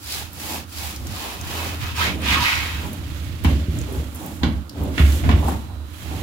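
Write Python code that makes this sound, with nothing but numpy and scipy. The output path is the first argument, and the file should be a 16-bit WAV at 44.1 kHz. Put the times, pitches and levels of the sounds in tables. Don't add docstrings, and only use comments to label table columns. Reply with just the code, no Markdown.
import sys
import numpy as np
from scipy import signal
from scipy.fft import rfft, irfft, next_fast_len
from scipy.io import wavfile
from scipy.ndimage import uniform_filter1d

SR = 44100
rng = np.random.default_rng(int(sys.argv[2]) if len(sys.argv) > 2 else 0)


def bounce(signal):
    frames = np.transpose(np.atleast_2d(signal))
    limited = np.clip(frames, -1, 1)
    pcm = np.round(limited * 32767).astype(np.int16)
    wavfile.write(sys.argv[1], SR, pcm)


N = 274420
TIME = np.arange(N) / SR
SPRAY_LEAD_S, RASP_LAG_S, FLESH_LAG_S = 0.014, 0.0027, 0.011

# t/s, rise/s, fall/s, hiss/dB, spray/dB, rasp/dB,
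# rubbing/dB, squelch/dB, rumble/dB, swish/dB
STROKES = [(0.01, 0.16, 0.13, -36, -35.5, -39, -48, -42, -43, -36.5),
           (0.321, 0.22, 0.11, -35.5, -35.5, -39, -38.5, -34.5, -45.5, -60),
           (0.691, 0.15, 0.18, -37.5, -37, -39.5, -44.5, -38.5, -40, -42),
           (1.01, 0.25, 0.21, -39, -40, -37, -45, -34.5, -46, -44),
           (1.38, .22, 0.25, -36, -38, -33, -38, -32, -33, -55),
           (1.784, 0.053, 0.16, -38.5, -42.5, -33, -46, -44, -31, -54),
           (1.949, 0.069, .14, -30, -35, -23.5, -43, -35, -33, -36),
           (2.209, 0.13, 0.1, -30, -36, -21.5, -31, -41, -29, -42),
           (2.374, 0.08, 0.2, -29, -34.5, -22, -42.5, -40, -47, -32),
           (2.52, 0.084, 0.32, -39, -41.5, -31, -39.5, -41.5, -33, -42)]
# t/s, rise/s, fall/s, rustle/dB, fizz/dB, rubbing/dB,
# squelch/dB, rumble/dB, hollow under the flesh/Hz
GRIPS = [(0.94, 0.12, 0.19, -58, -52, -37.5, -62, -33.5, 764),
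         (1.96, 0.15, 0.3, -49, -49.5, -30, -37.5, -35, 550),
         (2.77, 0.084, 0.25, -46, -47, -33.5, -40.5, -43, 870),
         (2.92, 0.34, 0.22, -44, -50.5, -39.5, -59, -31, 615),
         (3.42, 0.07, 0.2, -40, -47.5, -27, -49, -26, 423),
         (3.69, 0.084, 0.12, -43.5, -49, -31.5, -50, -28.5, 380),
         (3.82, 0.16, 0.13, -45, -47.5, -31.5, -36, -33.5, 426),
         (4.10, 0.15, 0.24, -46.5, -45.5, -34.5, -40.5, -40, 780),
         (4.41, 0.032, 0.18, -48.5, -70, -30.5, -34.5, -24.5, 746),
         (4.735, .10, 0.21, -47, -51.5, -27.5, -35.5, -31, 620),
         (4.94, 0.11, 0.08, -37, -43, -32.5, -42, -29, 603),
         (5.00, 0.16, 0.084, -39, -40, -32, -41.5, -27, 600),
         (5.20, 0.094, 0.14, -42, -48, -24.5, -46, -20.5, 600),
         (5.36, 0.13, 0.13, -42.5, -44.5, -29.5, -29, -33.5, 760),
         (5.53, 0.2, 0.27, -56, -65, -43.5, -47, -34.5, 780),
         (5.88, 0.15, 0.08, -47.5, -49, -68, -66, -50, 750),
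         (6.0, 0.15, 0.28, -42.5, -47, -33.5, -40, -31.5, 714)]
# f/Hz, level/dB
SPRAY = [(4000, -22.5), (7500, 3), (8500, -1), (10500, 1.5), (15500, -0.5)]


def amp(db):
    return 10 ** (np.asarray(db) / 20)


def unit_rms(x):
    return x / np.sqrt(np.mean(x ** 2) + 1e-20)


def lookup(points, hz):
    f, value = np.transpose(points)
    return np.interp(np.log(hz + 1), np.log(f), value)


def pan(db):
    return amp(np.array([[db], [-db]]) / 2)


def add(mix, s, sound):
    part = mix[:, max(round(s * SR), 0):][:, :sound.shape[1]]
    part += sound[:, :part.shape[1]]


def colour(x, spectrum):
    hz = abs(np.fft.fftfreq(8192, 1 / SR)) + 1
    octaves_below = np.maximum(np.log2(spectrum[0][0] / hz), 0)
    octaves_above = np.maximum(np.log2(hz / spectrum[-1][0]), 0)
    db = np.maximum(lookup(spectrum, hz) - 18 * (octaves_below + octaves_above), -100)
    response = np.exp(signal.hilbert(np.log(amp(db))).conj())
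    taps = np.fft.ifft(response).real[:len(hz) // 2]
    return signal.fftconvolve(x, taps[None], axes=1)[:, :x.shape[1]]


def resonate(x, hz, width_hz):
    turn = np.exp(2j * np.pi * np.cumsum(hz * np.ones(x.shape[1])) / SR)
    r = np.exp(-np.pi * width_hz / SR)
    return 2 * (turn * signal.lfilter([1 - r], [1, -r], x / turn + 1e-18)).real


def mic_noise(size):
    # f/Hz, correlation
    likeness = [(60, 0.91), (150, 0.8), (300, 0.95), (550, 0.59), (1000, 0), (2000, -.15), (5000, 0),
                (12000, 0)]
    padded = next_fast_len(size)
    a, b = rfft(rng.standard_normal((2, size)), padded)
    same = np.clip(lookup(likeness, np.fft.rfftfreq(padded, 1 / SR)), -1, 1)
    return irfft([a, same * a + np.sqrt(1 - same ** 2) * b], padded)[:, :size]


def burst(t60, size=12000):
    decay = amp(-60 * np.arange(size) / SR / t60)
    return unit_rms(mic_noise(size) * decay) / np.sqrt(size)


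def wander(per_s):
    knots = rng.standard_normal(8000)
    return unit_rms(np.interp(TIME * per_s, np.arange(len(knots)), knots))


def slips(per_s, spread_db, smooth, clump_db):
    sizes = amp(spread_db * np.minimum(rng.exponential(1, N), 4))
    releases = sizes * (rng.random(N) < per_s / SR)
    power = signal.lfilter([1], [1, -np.exp(-1 / (0.0014 * SR))], releases ** 2)
    grain = unit_rms(np.sqrt(power))
    return mic_noise(N) * np.hypot(grain, smooth) * amp(clump_db * wander(70))


def steadied(x, size):
    power = uniform_filter1d(np.mean(unit_rms(x) ** 2, 0), size=size)
    return unit_rms(x / np.sqrt(power + 1e-3))


def swells(moves, column, edge_db, shape, lag_s=0):
    t, power = TIME[::40], 0
    for move in moves:
        start, rise, fall = move[:3]
        past_peak = t - lag_s - start - rise
        away = np.maximum(-past_peak / rise, 0) ** shape[0] + np.maximum(past_peak / fall, 0) ** shape[1]
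        power = power + amp(np.maximum(move[column] - edge_db * away, -120)) ** 2
    return np.interp(TIME, t, np.sqrt(power))


def kitchen(x, wet_db):
    # f/Hz, t60/s
    decay_times = [(100, 0.66), (500, 0.29), (2000, 0.35), (4000, 0.26), (8000, 0.18), (15000, 0.024)]
    hz, t, bands = signal.stft(mic_noise(SR // 2), SR, nperseg=256)
    tail = signal.istft(bands * amp(-60 * t / lookup(decay_times, hz)[:, None]), SR)[1]
    tail *= np.minimum(np.arange(tail.shape[1]) / SR / 0.0034, 1)
    tail /= np.linalg.norm(tail[0])
    return x + amp(wet_db) * signal.fftconvolve(x, tail, axes=1)[:, :N]


def room_tone():
    # f/Hz, level/dB
    air_spectrum = [(18, -18), (30, -19), (55, -11.5), (81, 5.5), (105, -9), (164, -29), (315, -9.5),
                    (410, -31.5), (1360, -21), (2130, -36), (3980, -31.5), (5740, -40), (15500, -41)]
    air = unit_rms(colour(mic_noise(N), air_spectrum))
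    whine_hz = 3930 + 24 * wander(120)
    fade_in = np.clip((TIME - 5.5) / 0.12, 0, 1)
    whine = np.sin(2 * np.pi * np.cumsum(whine_hz) / SR) * fade_in
    return amp(-42) * air * pan(-10) + amp(-63.5) * whine * pan(-21)


def table_rumble():
    # f/Hz, level/dB
    rumble_spectrum = [(15, -5), (35, -20.5), (52, -44), (68, -7.5), (82, -0.5), (100, -12.5), (130, -20),
                       (200, -36.5)]
    rub_spectrum = [(70, -29.5), (120, -1), (180, 0.5), (300, 2), (420, -13), (600, -9.5), (1000, -30.5),
                    (2000, -52.5)]
    rumble = steadied(colour(mic_noise(N), rumble_spectrum), size=1800)
    friction = slips(per_s=130, spread_db=-5.5, smooth=2.05, clump_db=1.3)
    rub = steadied(colour(friction, rub_spectrum), size=2200)
    knife_push = swells(STROKES, column=8, edge_db=5.5, shape=(6.3, 5.2), lag_s=FLESH_LAG_S)
    hand_push = swells(GRIPS, column=7, edge_db=13, shape=(3.6, 3.0))
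    knife_rub = swells(STROKES, column=6, edge_db=9, shape=(2.1, 3.2), lag_s=FLESH_LAG_S)
    hand_rub = swells(GRIPS, column=5, edge_db=12.5, shape=(1.4, 1.75))
    rumble *= np.hypot(knife_push, hand_push)
    rub *= np.hypot(knife_rub, hand_rub)
    return amp(3.5) * rumble * pan(-4) + amp(0.36) * rub * pan(-1.6)


def wet_ticks():
    # t/s, level/dB, f/Hz
    snaps = [(0.0393, -34, 10600), (0.1222, -21.5, 4930), (0.3292, -31, 12800), (0.9607, -27, 5600),
             (1.068, -28.5, 6270), (1.4117, -27, 6240), (2.2164, -33.5, 9000), (2.9292, -29.5, 11300),
             (3.4376, -27, 13400), (3.7865, -28, 7400), (3.8132, -31, 6560), (3.9235, -31.5, 11300),
             (4.146, -29.5, 13100), (4.156, -33, 10600), (4.2602, -28.5, 13500), (4.6945, -30.5, 4830),
             (4.8334, -31, 13900), (5.1218, -29, 4880)]
    out, t = np.zeros((2, N)), np.arange(2000) / SR
    for s, db, hz in snaps:
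        tear_s = 0.002 * (hz / 8000) ** 2
        tear = burst(t60=0.024, size=len(t)) * np.minimum(t / tear_s, 1)
        snap = colour(tear, [(hz / 3, -22), (hz / 1.3, -9), (hz, 0), (hz * 1.3, -10), (hz * 3, -15)])
        add(out, s, amp(db + 18.5) * snap / np.linalg.norm(snap[0]))
    return kitchen(out, wet_db=-8)


def handling():
    # f/Hz, level/dB
    rustle_spectrum = [(500, 2), (900, 5.5), (1400, 10), (2200, 11), (3400, 11), (5000, 4), (8000, -12)]
    fizz_spectrum = [(2500, -46), (5000, 5.5), (7300, 16), (8500, 12), (11000, 16), (15500, 13)]
    film = slips(per_s=180, spread_db=4.5, smooth=13, clump_db=0.88)
    rustle = unit_rms(colour(film, rustle_spectrum))
    rustle *= swells(GRIPS, column=3, edge_db=9, shape=(2.6, 1.7))
    fizz = unit_rms(colour(film, fizz_spectrum))
    fizz *= swells(GRIPS, column=4, edge_db=10.5, shape=(1.6, 1.07))
    return amp(0.4) * rustle * pan(-11) + amp(4.5) * fizz * pan(0.067)


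def squeezing():
    # f/Hz, level/dB
    squelch_spectrum = [(200, -11), (400, -6.5), (600, -17.5), (850, -10.5), (1150, -10.5), (1600, -26.5),
                        (4000, -56)]
    flesh = colour(slips(per_s=190, spread_db=1.5, smooth=2.4, clump_db=1.9), squelch_spectrum)
    by_knife = swells(STROKES, column=7, edge_db=22.5, shape=(1.47, 1.5), lag_s=FLESH_LAG_S)
    by_hand = swells(GRIPS, column=6, edge_db=19.5, shape=(2.5, 1.0))
    peaks_s = [start + rise for start, rise, *_ in GRIPS]
    hollow_hz = np.interp(TIME, peaks_s, [grip[-1] for grip in GRIPS])
    hollow = resonate(flesh, hollow_hz, width_hz=246)
    squelch = unit_rms(unit_rms(hollow) + 0.5 * unit_rms(flesh))
    return amp(0.5) * squelch * np.hypot(by_knife, by_hand) * pan(-0.7)


def thuds():
    # t/s, level/dB, length of the push/s
    landings = [(2.299, -25, 0.004), (2.735, -23.5, 0.0079), (2.885, -27.5, 0.0022), (3.454, -8.5, 0.0053),
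                (3.519, -6.5, 0.0072), (3.683, -14, 0.0036), (3.972, -15.5, 0.0074), (4.435, -18.5, 0.0028),
                (4.551, -17.5, 0.0076), (4.805, -17.5, 0.0052), (5.001, -7, 0.0042), (5.029, -7.5, 0.0058),
                (5.276, -8.5, 0.0072), (5.334, -9.5, 0.0042), (5.448, -14, 0.0073)]
    # f/Hz, level/dB, t60/s
    table_modes = [(71.5, -2, 0.55), (82.2, -1.5, 0.14), (130.7, -25, 0.64), (156.8, -8.5, 0.45),
                   (221.3, -20, 0.69), (247, -15, 0.42), (305, -30, .22), (355, -9, 0.25)]
    out, t = np.zeros((2, N)), np.arange(SR // 2) / SR
    ring = sum(amp(db - 60 * t / t60) * np.cos(2 * np.pi * hz * t) for hz, db, t60 in table_modes)
    for s, db, push_s in landings:
        push = np.sin(np.pi * np.minimum(t / push_s, 1)) ** 2
        thud = signal.fftconvolve(ring, push / push.sum())[:len(t)]
        add(out, s, amp(db) * thud * pan(-1.4))
    return out


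def board_blows():
    # t/s, knock/dB, crack/dB, splash/dB, t60/s, crack left over right/dB,
    # knock/Hz, crack/Hz, first contact over the clatter/dB
    blows = [(3.446, -25, -26.5, -41.5, 0.047, -1.5, 1150, 2680, 2),
             (4.4325, -25.5, -24, -51, 0.034, -7, 770, 3720, 3.5),
             (4.978, -29, -22, -56, 0.035, -7, 1350, 2160, -10),
             (4.994, -29.5, -28.5, -41, 0.046, -7, 1330, 3520, -8),
             (5.236, -34, -35.5, -58, 0.16, -9, 700, 2110, -14),
             (5.290, -26, -28, -56, 0.074, -8, 780, 1970, 0.5),
             (5.313, -33, -32, -55, 0.057, -10.5, 810, 2430, 1),
             (5.482, -27.5, -36, -38.5, 0.057, -2, 680, 2050, -4),
             (5.518, -32, -48, -43, 0.022, -4, 880, 1790, -4)]
    # f/Hz, level/dB
    knock_spectrum = [(100, 0), (270, 16), (420, 0), (700, 1.5), (1150, 0), (1700, -12), (4000, -30.5)]
    crack_spectrum = [(600, -50), (1400, -5), (2000, -1), (3000, -2.5), (3900, -4.5), (5000, -13),
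                      (7500, -17), (12000, -82)]
    knocks, cracks, splashes = np.zeros((3, 2, N))
    for s, knock_db, crack_db, splash_db, t60, side_db, knock_hz, crack_hz, hard_db in blows:
        contact = amp(hard_db) * burst(t60=0.0075) + burst(t60)
        t = np.arange(1, contact.shape[1] + 1) / SR
        contact *= np.minimum(t / 0.0018, 1)
        knock = contact + 0.5 * resonate(contact, knock_hz, width_hz=320)
        crack = contact + 1.33 * resonate(contact, crack_hz, width_hz=780)
        add(knocks, s, amp(knock_db) * knock)
        add(cracks, s, amp(crack_db) * crack * pan(side_db))
        add(splashes, s, amp(splash_db) * contact)
    hits = amp(39.5) * colour(knocks, knock_spectrum) + amp(34.5) * colour(cracks, crack_spectrum)
    return kitchen(hits + amp(33) * colour(splashes, SPRAY), wet_db=-3)


def scraping():
    # f/Hz, width/Hz, level/dB
    board_modes = [(973, 6.7, 8.5), (1096, 25, 2.5), (1161, 23, -4), (1247, 15, 3), (1550, 48, -13.5),
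                   (1605, 11, -1), (1970, 31, 0), (2123, 45, 1.5), (2234, 3.5, 0), (2420, 50, -0.5),
                   (2420, 17, -6.5), (2760, 120, -0.5), (3060, 84, -5), (3480, 63, 4), (3820, 44, 5)]
    # t/s, f/Hz
    contact_path = [(.85, 2310), (1.25, 940), (1.85, 1260), (2.0, 1040), (2.06, 2070), (2.26, 2820),
                    (2.345, 2320), (2.36, 1130), (2.43, 1100), (2.47, 2100), (2.75, 2000), (2.85, 990)]
    # f/Hz, level/dB
    rasp_spectrum = [(300, -44), (700, -7.5), (950, -0.5), (1600, -0.5), (2600, 3), (3800, -1), (5000, -15),
                     (8000, -30.5)]
    chatter = slips(per_s=450, spread_db=4, smooth=1, clump_db=0.8)
    favoured_hz = np.interp(TIME, *np.transpose(contact_path))
    ringing = np.zeros((2, N))
    for hz, width_hz, db in board_modes:
        pole = np.exp((2j * np.pi * hz - np.pi * width_hz) / SR)
        mode = signal.lfilter([1], [1, -pole], chatter)
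        shared = min((900 / hz) ** 2, 1)
        mode[1] = shared * np.exp(-1j) * mode[0] + np.sqrt(1 - shared ** 2) * mode[1]
        nearness = np.exp(-(np.log2(hz / favoured_hz) / 0.25) ** 2)
        ringing += amp(db + 17.3 * nearness) * unit_rms(mode.real)
    pressure = swells(STROKES, column=5, edge_db=17, shape=(2.23, 2.08), lag_s=RASP_LAG_S)
    bite = (pressure / pressure.max()) ** 0.6
    rasp = steadied(kitchen(colour(chatter, rasp_spectrum), wet_db=6), size=2200)
    rasp += amp(0.4) * bite * steadied(ringing, size=1500)
    return amp(1) * rasp * pressure * pan(-3.1)


def stroke_travel():
    start, rise, fall = np.transpose(STROKES)[:3]
    now = np.maximum(np.searchsorted(start, TIME) - 1, 0)
    travel = np.clip((TIME - start[now]) / (rise + fall)[now], 0, 1)
    return uniform_filter1d(travel, size=2000)


def slicing():
    # f/Hz, level/dB
    hiss_spectrum = [(500, -3), (1200, -3.5), (2500, 3), (4800, 4), (7000, -4), (8500, -7.5), (12000, -22)]
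    shallow_hz, sunk_hz = 5360, 2770
    fibres = slips(per_s=700, spread_db=3, smooth=1.5, clump_db=0.6)
    hiss = unit_rms(colour(fibres, hiss_spectrum))
    centre_hz = shallow_hz * (sunk_hz / shallow_hz) ** stroke_travel()
    swish = unit_rms(resonate(resonate(hiss, centre_hz, width_hz=2900), centre_hz, width_hz=2900))
    spray = unit_rms(colour(fibres, SPRAY))
    hiss *= swells(STROKES, column=3, edge_db=17, shape=(2.34, 2.2))
    swish *= swells(STROKES, column=9, edge_db=22.5, shape=(2.0, 0.85), lag_s=-SPRAY_LEAD_S)
    spray *= swells(STROKES, column=4, edge_db=18, shape=(1.9, 2.27), lag_s=-SPRAY_LEAD_S)
    return (amp(1.1) * hiss + amp(-2) * swish) * pan(-3) + amp(4) * spray * pan(0.21)


def scene():
    work = slicing() + scraping() + handling() + squeezing() + table_rumble()
    return work + thuds() + board_blows() + wet_ticks() + room_tone()


def record(dry):
    low_cut_hz, top_hz = 35.6, 15850
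    x = signal.sosfilt(signal.butter(3, low_cut_hz, "highpass", fs=SR, output="sos"), dry)
    x = 0.95 * x / (1 + x ** 6) ** (1 / 6)
    lowpass = signal.firwin(511, top_hz, window=("kaiser", 9), fs=SR)
    return signal.oaconvolve(x, lowpass[None], "same")


dry = scene()
out = record(dry)
bounce(out)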